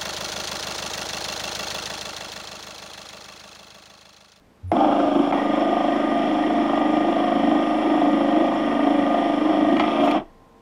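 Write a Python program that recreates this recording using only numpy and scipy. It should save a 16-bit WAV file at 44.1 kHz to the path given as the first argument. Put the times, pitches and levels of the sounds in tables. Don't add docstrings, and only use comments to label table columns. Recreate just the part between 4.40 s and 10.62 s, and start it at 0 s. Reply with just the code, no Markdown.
import sys
import numpy as np
from scipy import signal
from scipy.fft import rfft, irfft, next_fast_len
from scipy.io import wavfile
from scipy.ndimage import uniform_filter1d

SR = 44100
rng = np.random.default_rng(int(sys.argv[2]) if len(sys.argv) > 2 else 0)


def log_audio(samples):
    frames = np.atleast_2d(samples).T
    limited = np.clip(frames, -1, 1)
    pcm = np.round(limited * 32767).astype(np.int16)
    wavfile.write(sys.argv[1], SR, pcm)


def volts_from_db(level):
    exponent = np.asarray(level, float) / 20
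    return 10 ** exponent


N = 274159
TIME_S = np.arange(N) / SR
COARSE = 8
TURN_SIZE = 1711

SHAFT_HZ, KNOCK_S = 25.768, 3.111
CHANGE_S, CHANGE_TURNS = .9195, .23
ENGAGE_S, FREED_S = .3167, 5.38
SHIFT_S, SHIFT_LENGTH_S = 3.5, .4
# time_s, share of full speed
SPEED = [
    (0.275, 0.011),
    (0.365, 1.0),
    (5.75, 1.0),
    (5.88, 0.098),
]
# time_s, lead_turns
LEAD = [(0.95, -0.005), (1.27, -0.024), (1.59, -0.018), (1.91, -0.032), (2.23, -0.008), (2.55, -0.008),
        (2.87, -0.002), (3.19, -0.0), (3.51, -0.002), (3.83, 0.012), (4.15, 0.014), (4.47, 0.018),
        (4.79, 0.007), (5.11, -0.015), (5.43, -0.013), (5.75, -0.034)]
JITTER_TURNS, JITTER_RATE_HZ = .004, 3.5

# freq_hz, level_db per Hz
ROOM = [(15, -37), (25, 0.5), (163, -3.5), (219, 1.5), (354, -5), (1800, -19), (11200, -35), (15000, -33)]
ROOM_DB = -55
# pitch_hz, level_db (rms)
FAN_LINES = [(202, -66), (263.8, -65), (457.6, -64), (672.9, -69), (786.0, -67), (985, -71), (1050, -64)]
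FAN_AIR_DB, FAN_TOP_HZ = -60, 1080
SUPPLY_HZ, SUPPLY_DB = 12650, -90

# multiple, level_db
BUTTON_OVERTONES = [(1, 0), (2, -24), (3, -28)]
BUTTON_HZ = 91

# offset_hz at full speed, level_db (rms), change_db once the load shifts
WHINE = [(-471, -78, -5), (-365, -81, -5), (-311.5, -78, 8), (-151, -82, -6), (-26.5, -84, -2),
         (6, -81, -7), (26.5, -84, 0), (80, -82, -5), (133, -81, -1), (151.5, -81, 4), (204.5, -80, 2),
         (311.5, -71, -3)]
CARRIER_HZ, WHINE_TRIM_DB = 9991.5, 1.5
SWELL_S, SWELL_DB = 3.55, 7

# time_s, peak_db, brightness_db, crack_db, hardness_db
CLINKS = [
    (0.3167, -19.5, 2, -20, -8),
    (0.9242, -18, -6, -17, -10),
    (3.9614, -31, 6, -9, 0.5),
    (5.3672, -18, 9, -11, 3),
    (5.3961, -13.5, 8, -8, 2.5),
    (5.406, -22, 4, -6, 0.5),
    (5.437, -21, -12, -15, 0.5),
    (5.4763, -21, -6, -14, 0.5),
    (5.655, -24, 1.5, -18, -3),
    (5.711, -24, 3, 5, 6),
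]
# pitch_hz, level_db, t60_s
STRIP = [(91, -17, 0.068), (863, 3, 0.08), (1027, 5.5, 0.037), (1290, -1.5, 0.056), (2130, 0.5, 0.035),
         (2365, -3, 0.055), (2930, -8, 0.038), (3240, -6, 0.03), (3650, -14, .02), (4330, -22, .03)]
STRIP_HIGH = [(5300, -13.5, .05), (6450, -10, 0.05), (6800, -7, 0.06), (8000, -13, .02), (8800, -16, .03),
              (10700, -12, .015), (12400, -19, .04), (13000, -20, .07)]
HARD_HZ = 2300

# pitch_hz, width_hz, level_db
BOX = [(117, 20, -18), (178, 35, -23), (203, 18, -7.5), (250, 23, -4.5), (313.2, 44, 5), (362, 10, -24)]
CASE = [(440, 24, -7), (490, 36, -9), (545, 55, -9), (625, 36, 2.5), (690, 63, 5), (771, 81, -1.5),
        (866, 50, -4), (930, 30, -7), (1050, 170, -7), (1290, 140, -14), (1425, 60, -19), (1565, 40, -16)]
ROLLERS = [(1560, 165, -5.5), (1960, 500, -5), (2358, 40, 1.5), (2188, 280, -8.5)]
SPUR = [(2600, 150, -8), (2800, 300, -2), (3195, 246, 1.5), (3360, 220, -3), (3660, 230, -28)]
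BEARINGS = [(4410, 530, -3), (5380, 380, 3.5), (6160, 500, -8), (6700, 500, -9.5), (7500, 2000, -13),
            (10100, 900, -12.5), (12600, 2500, -34.5)]
TICK = [(7040, 110, 5.5), (7670, 99, 4.5), (12120, 300, -10.5), (12700, 300, -11.5), (13300, 330, -10)]
GRIPPED = [(1866, 72, 0.5), (1948, 110, -2)]
IDLE = [(1350, 90, 0), (1450, 80, -3), (1560, 90, -3)]
LOOSE = [(850, 90, 6), (1300, 120, 2), (1950, 80, 1), (2150, 60, 1), (2350, 60, 1), (2610, 70, -2)]
SURGE = [(600, 70, -1.5), (800, 69, 6), (880, 180, -9), (1300, 200, -16)]

# start_s, attack_s, top_db, sag_db per s, let_go_s, fall_db per s
GRIP_RUN = (.92, .01, -39.8, -.3, 5.4, 60)
IDLE_RUN = (.33, .04, -42, 6, .9, 500)
LOOSE_RUN = (5.39, .02, -35.5, 0, 5.775, 480)
SURGE_RUN = (.36, .05, -18.5, 9, .43, 45)
SWAY_RUN = (.33, .03, -49, .2, 5.85, 55)
SCRAPE_RUN = (5.59, .06, -57, 5, 5.68, 300)
PRESS_RUN = (.225, .02, -30.5, 3, .3, 370)
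TICK_RUN = (.32, .03, -66.5, -.2, 3.7, 3.5)
# level_db, rise_db per octave of speed, free_db once unloaded, brake_s, fade_db per s
BOX_RUN = (-21.5, 2, 0.2, 5.79, 300)
CASE_RUN = (-25, 0.1, 1.6, 5.78, 310)
ROLLERS_RUN = (-41.8, 12, 0.5, 5.775, 450)
SPUR_RUN = (-41.7, 12, 4, 5.775, 470)
BEARINGS_RUN = (-53.5, 6, 1.1, 5.765, 380)
EMPTY_DB, SPUR_EMPTY_DB = -3, -0.8
COAST_DB, COAST_FADE_DB = -15, 190

# multiple of the shaft rate, level_db (rms)
BOX_ORDERS = [(4, -59), (6, -49), (7, -50), (8, -38), (9, -33.5), (10, -39.5), (11, -40.5), (12, -28),
              (13, -35), (14, -41)]
CASE_ORDERS = [(17, -46), (18, -49), (19, -47), (20, -48), (21, -34), (22, -36.5), (23, -39.5), (24, -39),
               (25, -42.5), (26, -52), (27, -32), (28, -33.5), (29, -42), (30, -45), (31, -45), (32, -50),
               (33, -49), (34, -50), (35, -51), (36, -47)]
# multiple of the shaft rate, level_db (rms)
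SLOT_LINES = [(45.07, -47), (46.07, -49), (47.07, -38), (48.07, -48)]
MAGNET_HZ, MAGNET_DB, MAGNET_CHANGE_TURNS = 285.0, -27, .07

# time_s, extra_db,
# length_s
BOOMS = [(.385, 3, .03), (.765, 2.5, .02), (.807, 3.5, .02), (2.2, 3, .04), (2.96, 1.5, .03),
         (3.1, 1.2, .1), (3.74, 2.2, .025), (3.85, 1.5, .05), (4.61, 2.5, .04), (5.2, 1.5, .06),
         (5.335, 3, .02), (5.525, -4, .015), (5.57, -3, .015), (5.63, 2.5, .03), (5.705, 3.5, .02),
         (5.757, 2.5, .012)]
# time_s, extra_db
JOLTS = [
    (.3167, 8.5),
    (.9242, 1.5),
]
JOLT_S = .022
# time_s, peak_db
KNOCKS = [(0.363, -12), (0.408, -11), (0.484, -13), (0.521, -10), (0.598, -10), (0.754, -13), (0.825, -15),
          (0.925, -13), (1.018, -13), (1.057, -14), (1.173, -12), (1.329, -13), (1.368, -13), (1.44, -14),
          (1.595, -13), (1.666, -14), (1.938, -15), (2.104, -11), (2.144, -13), (2.293, -14), (2.331, -12),
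          (2.372, -14), (2.415, -12), (2.532, -15), (2.725, -14), (2.92, -13), (2.997, -15), (3.114, -13),
          (3.147, -14), (3.217, -15), (3.574, -14), (3.612, -14), (3.656, -12), (3.695, -14), (3.811, -13),
          (3.966, -13), (4.121, -14), (4.154, -12), (4.392, -13), (4.471, -13), (4.626, -15), (4.665, -14),
          (4.742, -14), (5.008, -13), (5.209, -12), (5.249, -14), (5.283, -15), (5.48, -14), (5.553, -15),
          (5.571, -15), (5.634, -14), (5.67, -12), (5.734, -16), (5.746, -13), (3.191, -13)]
KNOCK_USUAL_DB, KNOCK_SHARE, KNOCK_FADE_S = -14.5, .6, .016
# time_s, peak_db
THUDS = [(0.324, -15), (0.456, -13), (0.496, -13), (0.593, -13), (0.758, -7), (0.797, -6), (0.873, -12),
         (1.05, -16), (1.333, -13), (1.371, -14), (1.753, -16), (1.791, -14), (2.031, -13), (2.069, -13),
         (2.11, -13), (2.148, -14), (2.19, -11), (2.297, -14), (2.332, -12), (2.45, -15), (2.488, -14),
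         (2.526, -13), (2.727, -13), (2.826, -14), (2.953, -8), (3.03, -11), (3.072, -11), (3.112, -10),
         (3.15, -12), (3.192, -12), (3.366, -12), (3.474, -13), (3.611, -14), (3.728, -8), (3.815, -10),
         (3.888, -11), (3.931, -11), (4.102, -13), (4.145, -14), (4.211, -11), (4.249, -12), (4.433, -13),
         (4.469, -13), (4.593, -9), (4.629, -12), (4.665, -11), (4.802, -15), (4.842, -14), (4.88, -14),
         (5.136, -11), (5.175, -11), (5.214, -8), (5.253, -14), (5.328, -9), (5.372, -9), (5.43, -12),
         (5.5, -12), (5.668, -12)]
THUD_USUAL_DB, THUD_SHARE, THUD_FADE_S = -14, .6, .016
CASE_RATTLE_DB, CASE_HUM_DB, BOX_RATTLE_DB, BLOW_DB = -26, -1.6, -27.5, -25
FREE_ORDERS_DB = -4.5
CASE_MEMORY, BOX_MEMORY, ROLLER_MEMORY = .55, .45, .25
TOP_HZ = 11500


def rms_one(x):
    return x / np.sqrt(np.mean(x ** 2) + 1e-20)


def in_time(rows):
    s, *columns = np.transpose(rows)
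    return [np.interp(TIME_S, s, c) for c in columns]


def drift(rate_hz, size=1):
    r = np.exp(-80 * np.pi * rate_hz / SR)
    slow = signal.lfilter([1], [1, -2 * r, r * r], rng.standard_normal(N // 40 + 2002))[2000:]
    return np.interp(np.arange(0, N, size) / 40, np.arange(len(slow)), rms_one(slow - slow.mean()))


def wander(spread_db, rate_hz, size=1):
    return np.exp(np.log(10) / 20 * spread_db * drift(rate_hz, size))


def envelope(start_s, attack_s, top_db, sag_db, end_s, fall_db):
    rise = np.clip((TIME_S - start_s) / attack_s, 0, 1) ** 2
    return rise * volts_from_db(top_db - sag_db * (TIME_S - start_s) - fall_db * np.maximum(TIME_S - end_s, 0))


def running(speed, level_db, rise_db, free_db, brake_s, fade_db):
    spin_up_db = rise_db * np.log2(speed) * (TIME_S < FREED_S)
    unloaded_db = free_db * np.clip((TIME_S - FREED_S) / .02, 0, 1)
    braking_s = np.maximum(TIME_S - brake_s, 0)
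    coast = np.maximum(1, volts_from_db(COAST_DB + (fade_db - COAST_FADE_DB) * braking_s))
    held = envelope(ENGAGE_S - .002, .004, level_db, 0, brake_s, fade_db)
    return coast * held * volts_from_db(spin_up_db + unloaded_db)


def resonate(x, hz, width_hz):
    r = np.exp(-np.pi * 1.5 * width_hz / SR)
    section = [(1 - r * r) / 2, 0, (r * r - 1) / 2, 1, -2 * r * np.cos(2 * np.pi * hz / SR), r * r]
    return signal.sosfilt([section, section], x)


def ring(clicks, hz, t60_s):
    r, w = volts_from_db(-60 / (t60_s * SR)), 2 * np.pi * hz / SR
    return signal.lfilter([0, np.sin(w)], [1, -2 * r * np.cos(w), r * r], clicks + 1e-18)


def shaft_turns(speed):
    turns = np.cumsum(speed) * SHAFT_HZ / SR
    return turns - turns[round(KNOCK_S * SR)] - CHANGE_TURNS * (TIME_S < CHANGE_S)


def order_hum(turns, lines, body_hz, width_hz, wander_db, wander_rad):
    out = 0
    for k, level_db in lines:
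        lag = np.arctan(2 * (k * SHAFT_HZ - body_hz) / width_hz)
        phase = wander_rad * drift(1.02, COARSE) - lag
        gain = np.sqrt(2) * volts_from_db(level_db) * wander(wander_db, 2.57, COARSE)
        out = out + gain * np.cos(2 * np.pi * k * turns[::COARSE] + phase)
    return signal.resample_poly(out, COARSE, 1)[:N]


def rattle(turns, modes, force_db, burst_db, fade_turns, knock, patchy_db, memory=0, hits=0):
    since = turns % 1
    burst = np.exp(-since / fade_turns) * (1 - np.exp(-since / .08))
    flare = volts_from_db(force_db) * (volts_from_db(burst_db) * burst + 1)
    new_turn = np.diff(np.floor(turns), prepend=0)
    blows = hits + new_turn * volts_from_db(force_db) * knock * np.sqrt(SR / SHAFT_HZ)
    contacts = rng.standard_normal((2, N // TURN_SIZE + 1, TURN_SIZE))
    teeth = signal.lfilter([np.sqrt(1 - memory ** 2)], [1, -memory], contacts, axis=1)
    grit = teeth.reshape(2, -1)[:, :N] * flare
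    out = 0
    for k, (hz, width_hz, level_db) in enumerate(modes):
        gain = np.repeat(volts_from_db(level_db) * wander(patchy_db, 6.2, COARSE), COARSE)[:N]
        out = out + (-1) ** k * gain * resonate(grit[k % 2] + blows, hz, width_hz)
    return rms_one(out)


def workshop():
    size = next_fast_len(N)
    hz = np.fft.rfftfreq(size, 1 / SR) + 1
    room_hz, room_db = np.transpose(ROOM)
    tint = volts_from_db(np.interp(np.log(hz), np.log(room_hz), room_db))
    air = irfft(rfft(rng.standard_normal(size)) * tint, size)[:N] + 1e-18
    band = signal.butter(4, [350, FAN_TOP_HZ], "band", fs=SR, output="sos")
    fan = volts_from_db(FAN_AIR_DB) * rms_one(signal.sosfilt(band, rng.standard_normal(N)))
    for pitch_hz, level_db in FAN_LINES:
        tone = np.sin(2 * np.pi * (pitch_hz * TIME_S + rng.random()))
        fan += np.sqrt(2) * volts_from_db(level_db) * wander(1.5, 8) * tone
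    whistle = np.sqrt(2) * volts_from_db(SUPPLY_DB) * np.sin(2 * np.pi * SUPPLY_HZ * TIME_S)
    return volts_from_db(ROOM_DB) * rms_one(air) + whistle + fan * volts_from_db(-14.0 * (TIME_S < .3))


def button():
    hum = sum(volts_from_db(level_db) * np.sin(2 * np.pi * k * BUTTON_HZ * (TIME_S - .2355))
              for k, level_db in BUTTON_OVERTONES)
    return np.sqrt(2) * envelope(*PRESS_RUN) * hum


def whine(speed):
    run = np.cumsum(speed) / SR
    supply = np.interp(TIME_S, [.27, .29, 5.6, 5.7, 5.84], [0, 1, 1, .5, 0])
    power = volts_from_db(WHINE_TRIM_DB + 9.0 * (1 - speed)) * supply
    shift = np.clip((TIME_S - SHIFT_S) / SHIFT_LENGTH_S, 0, 1)
    swell_db = SWELL_DB * np.exp(-((TIME_S - SWELL_S) / 0.2) ** 2)
    out = np.zeros(N)
    for offset_hz, steady_db, change_db in WHINE:
        level_db = steady_db + change_db * shift + 1.5 * drift(3) + swell_db * (offset_hz > 300)
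        cycles = CARRIER_HZ * TIME_S + offset_hz * run + rng.random()
        out += np.sqrt(2) * volts_from_db(level_db) * np.sin(2 * np.pi * cycles)
    return power * out


def fan_tick(speed, turns):
    rub = rattle(turns + 0.49, TICK, 1.0 * drift(14), 15, 0.2, knock=0, patchy_db=0.5)
    return envelope(*TICK_RUN) * speed ** 2 * rub


def sway():
    return np.sqrt(2) * envelope(*SWAY_RUN) * np.cos(2 * np.pi * SHAFT_HZ * TIME_S + 1.9)


def strip():
    s, peak_db, bright_db, crack_db, hard_db = np.transpose(CLINKS)
    at = np.round(s * SR).astype(int)
    rub = envelope(*SCRAPE_RUN) * rng.standard_normal(N) * volts_from_db(3.2 * drift(120))
    modes = STRIP + STRIP_HIGH
    luck_db = rng.normal(0, 1.9, (len(at), len(modes)))
    out = np.zeros(N)
    for k, (hz, level_db, t60_s) in enumerate(modes):
        high, top = k >= len(STRIP), hz > 12000
        clicks = volts_from_db(-14 + level_db + 3.0 * top) * rub * high
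        tone_db = bright_db - 31 - 12.0 * top if high else hard_db * (hz > HARD_HZ)
        clicks[at] += volts_from_db(peak_db - 6 + level_db + luck_db[:, k] + tone_db)
        out += resonate(ring(clicks, hz, t60_s), hz, .4 * hz)
    blows = np.zeros(N)
    blows[at] = volts_from_db(peak_db + crack_db)
    crack = signal.lfilter([1], [1, -volts_from_db(-60 / (0.05 * SR))], blows + 1e-18) * rng.standard_normal(N)
    out += resonate(resonate(crack, 2200, 2600), 2500, 2600)
    snap = np.zeros(N)
    snap[at[-1]:at[-1] + 260] = volts_from_db(-33) * rng.standard_normal(260) * np.hanning(260)
    out += resonate(snap + 1e-18, 10500, 2000)
    out += volts_from_db(1.5) * resonate(ring(snap, 4700, .006), 4500, 3000) / 12
    return out + volts_from_db(5.5) * resonate(rub + 1e-18, 8000, 8000)


def bearings(speed, turns, force_db):
    hiss = rattle(turns, BEARINGS, 0.48 * force_db, -30, .2, knock=0, patchy_db=0.6)
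    return running(speed, *BEARINGS_RUN) * hiss


def backlash_surge(turns, force_db, knock_db):
    growl = rattle(turns + .05, SURGE, force_db + .4 * knock_db, 9, 0.25, knock=.05, patchy_db=1.5)
    return envelope(*SURGE_RUN) * growl * (TIME_S < CHANGE_S)


def rollers_and_spurs(speed, turns, force_db, knock_db):
    empty = TIME_S < CHANGE_S
    roll = rattle(turns, ROLLERS, 0.2 * force_db, 1, 0.11, knock=0.07, patchy_db=0.06, memory=ROLLER_MEMORY)
    spur = rattle(turns + .07, SPUR, 1.5 * force_db, 5, 0.16, knock=0, patchy_db=0.3)
    grip = rattle(turns - .2, GRIPPED, 0.29 * force_db, 3, 0.15, knock=0.15, patchy_db=1.5,
                  memory=ROLLER_MEMORY)
    idle = rattle(turns + .05, IDLE, force_db, 5, .25, knock=0, patchy_db=2.1, memory=CASE_MEMORY)
    loose = rattle(turns, LOOSE, 2.5 * drift(60) + .5 * knock_db, 0, .3, knock=0, patchy_db=2.1)
    out = running(speed, *ROLLERS_RUN) * volts_from_db(EMPTY_DB * empty) * roll
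    out += running(speed, *SPUR_RUN) * volts_from_db(SPUR_EMPTY_DB * empty) * spur
    return out + envelope(*GRIP_RUN) * grip + envelope(*IDLE_RUN) * idle + envelope(*LOOSE_RUN) * loose


def hard_knocks(table, usual_db, share, fade_s, size):
    s, peak_db = np.transpose(table)
    kicks, r = np.zeros(N), np.exp(-1 / (fade_s * SR))
    kicks[np.round(s * SR).astype(int)] = share * (peak_db - usual_db)
    return uniform_filter1d(signal.lfilter([1], [1, -r], kicks + 1e-18), size=size)


def blows_on_case():
    s, peak_db = np.transpose(KNOCKS)
    hits = np.zeros(N)
    hits[np.round(s * SR).astype(int)] = SR / SHAFT_HZ * volts_from_db(BLOW_DB + peak_db)
    return hits


def gear_case(speed, plain_turns, turns, force_db, knock_db):
    slots = order_hum(plain_turns, SLOT_LINES, 1200, 300, wander_db=1.7, wander_rad=1.0)
    slots *= volts_from_db(1.2 - 0.6 * (TIME_S < CHANGE_S))
    hum = order_hum(turns - .0665, CASE_ORDERS, 670, 30, wander_db=3.2, wander_rad=.4)
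    hum *= volts_from_db(CASE_HUM_DB + .6 * knock_db + FREE_ORDERS_DB * (TIME_S > FREED_S))
    grit = rattle(turns + .05, CASE, force_db, 2.5, .2, knock=.02, patchy_db=1.7,
                  memory=CASE_MEMORY, hits=blows_on_case())
    case = volts_from_db(CASE_RATTLE_DB + knock_db) * grit + speed ** 3 * (hum + slots)
    return volts_from_db(24.7) * running(speed, *CASE_RUN) * case


def magnet_hum(speed):
    cycles = MAGNET_HZ * np.cumsum(speed) / SR
    cycles = cycles - cycles[round(KNOCK_S * SR)] + MAGNET_CHANGE_TURNS * (TIME_S < CHANGE_S)
    return np.sqrt(2) * volts_from_db(MAGNET_DB + 1.2 * drift(3)) * np.cos(2 * np.pi * cycles + .7)


def wooden_box(speed, turns, force_db):
    boom_db = hard_knocks(THUDS, THUD_USUAL_DB, THUD_SHARE, THUD_FADE_S, size=440)
    for s, extra_db, length_s in BOOMS:
        boom_db += extra_db * np.exp(-((TIME_S - s) / length_s) ** 2)
    grit = rattle(turns - .15, BOX, force_db, 6, 0.2, knock=0, patchy_db=2.5, memory=BOX_MEMORY)
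    hum = order_hum(turns - .194, BOX_ORDERS, 245, 10, wander_db=1.4, wander_rad=.2)
    box = volts_from_db(BOX_RATTLE_DB) * grit + speed ** 3 * (magnet_hum(speed) - hum)
    return volts_from_db(21.2 + boom_db) * running(speed, *BOX_RUN) * box


def drive(speed, plain_turns):
    turns = plain_turns + in_time(LEAD)[0] + JITTER_TURNS * drift(JITTER_RATE_HZ)
    force_db = 0.43 * drift(24) + 0.4 * drift(120)
    knock_db = hard_knocks(KNOCKS, KNOCK_USUAL_DB, KNOCK_SHARE, KNOCK_FADE_S, size=132)
    jolt_db = sum(extra_db * np.exp(-np.abs(TIME_S - s) / JOLT_S) * (TIME_S > s) for s, extra_db in JOLTS)
    body = wooden_box(speed, turns, force_db) + gear_case(speed, plain_turns, turns, force_db, knock_db)
    out = volts_from_db(jolt_db) * body + rollers_and_spurs(speed, turns, force_db, knock_db)
    return out + backlash_surge(turns, force_db, knock_db) + bearings(speed, turns, force_db)


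def scene():
    speed = in_time(SPEED)[0]
    turns = shaft_turns(speed)
    machine = drive(speed, turns) + sway() + fan_tick(speed, turns) + whine(speed)
    return (machine + strip() + button() + workshop())[None]


def roll_off(x):
    return signal.sosfilt(signal.butter(12, 15190, fs=SR, output="sos"), x)


def record(dry):
    gap = np.clip(np.abs(TIME_S - CHANGE_S) / .005, .1, 1)
    soft = signal.sosfilt(signal.butter(1, TOP_HZ, fs=SR, output="sos"), dry)
    return roll_off(soft * gap)


dry = scene()
out = record(dry)
log_audio(out)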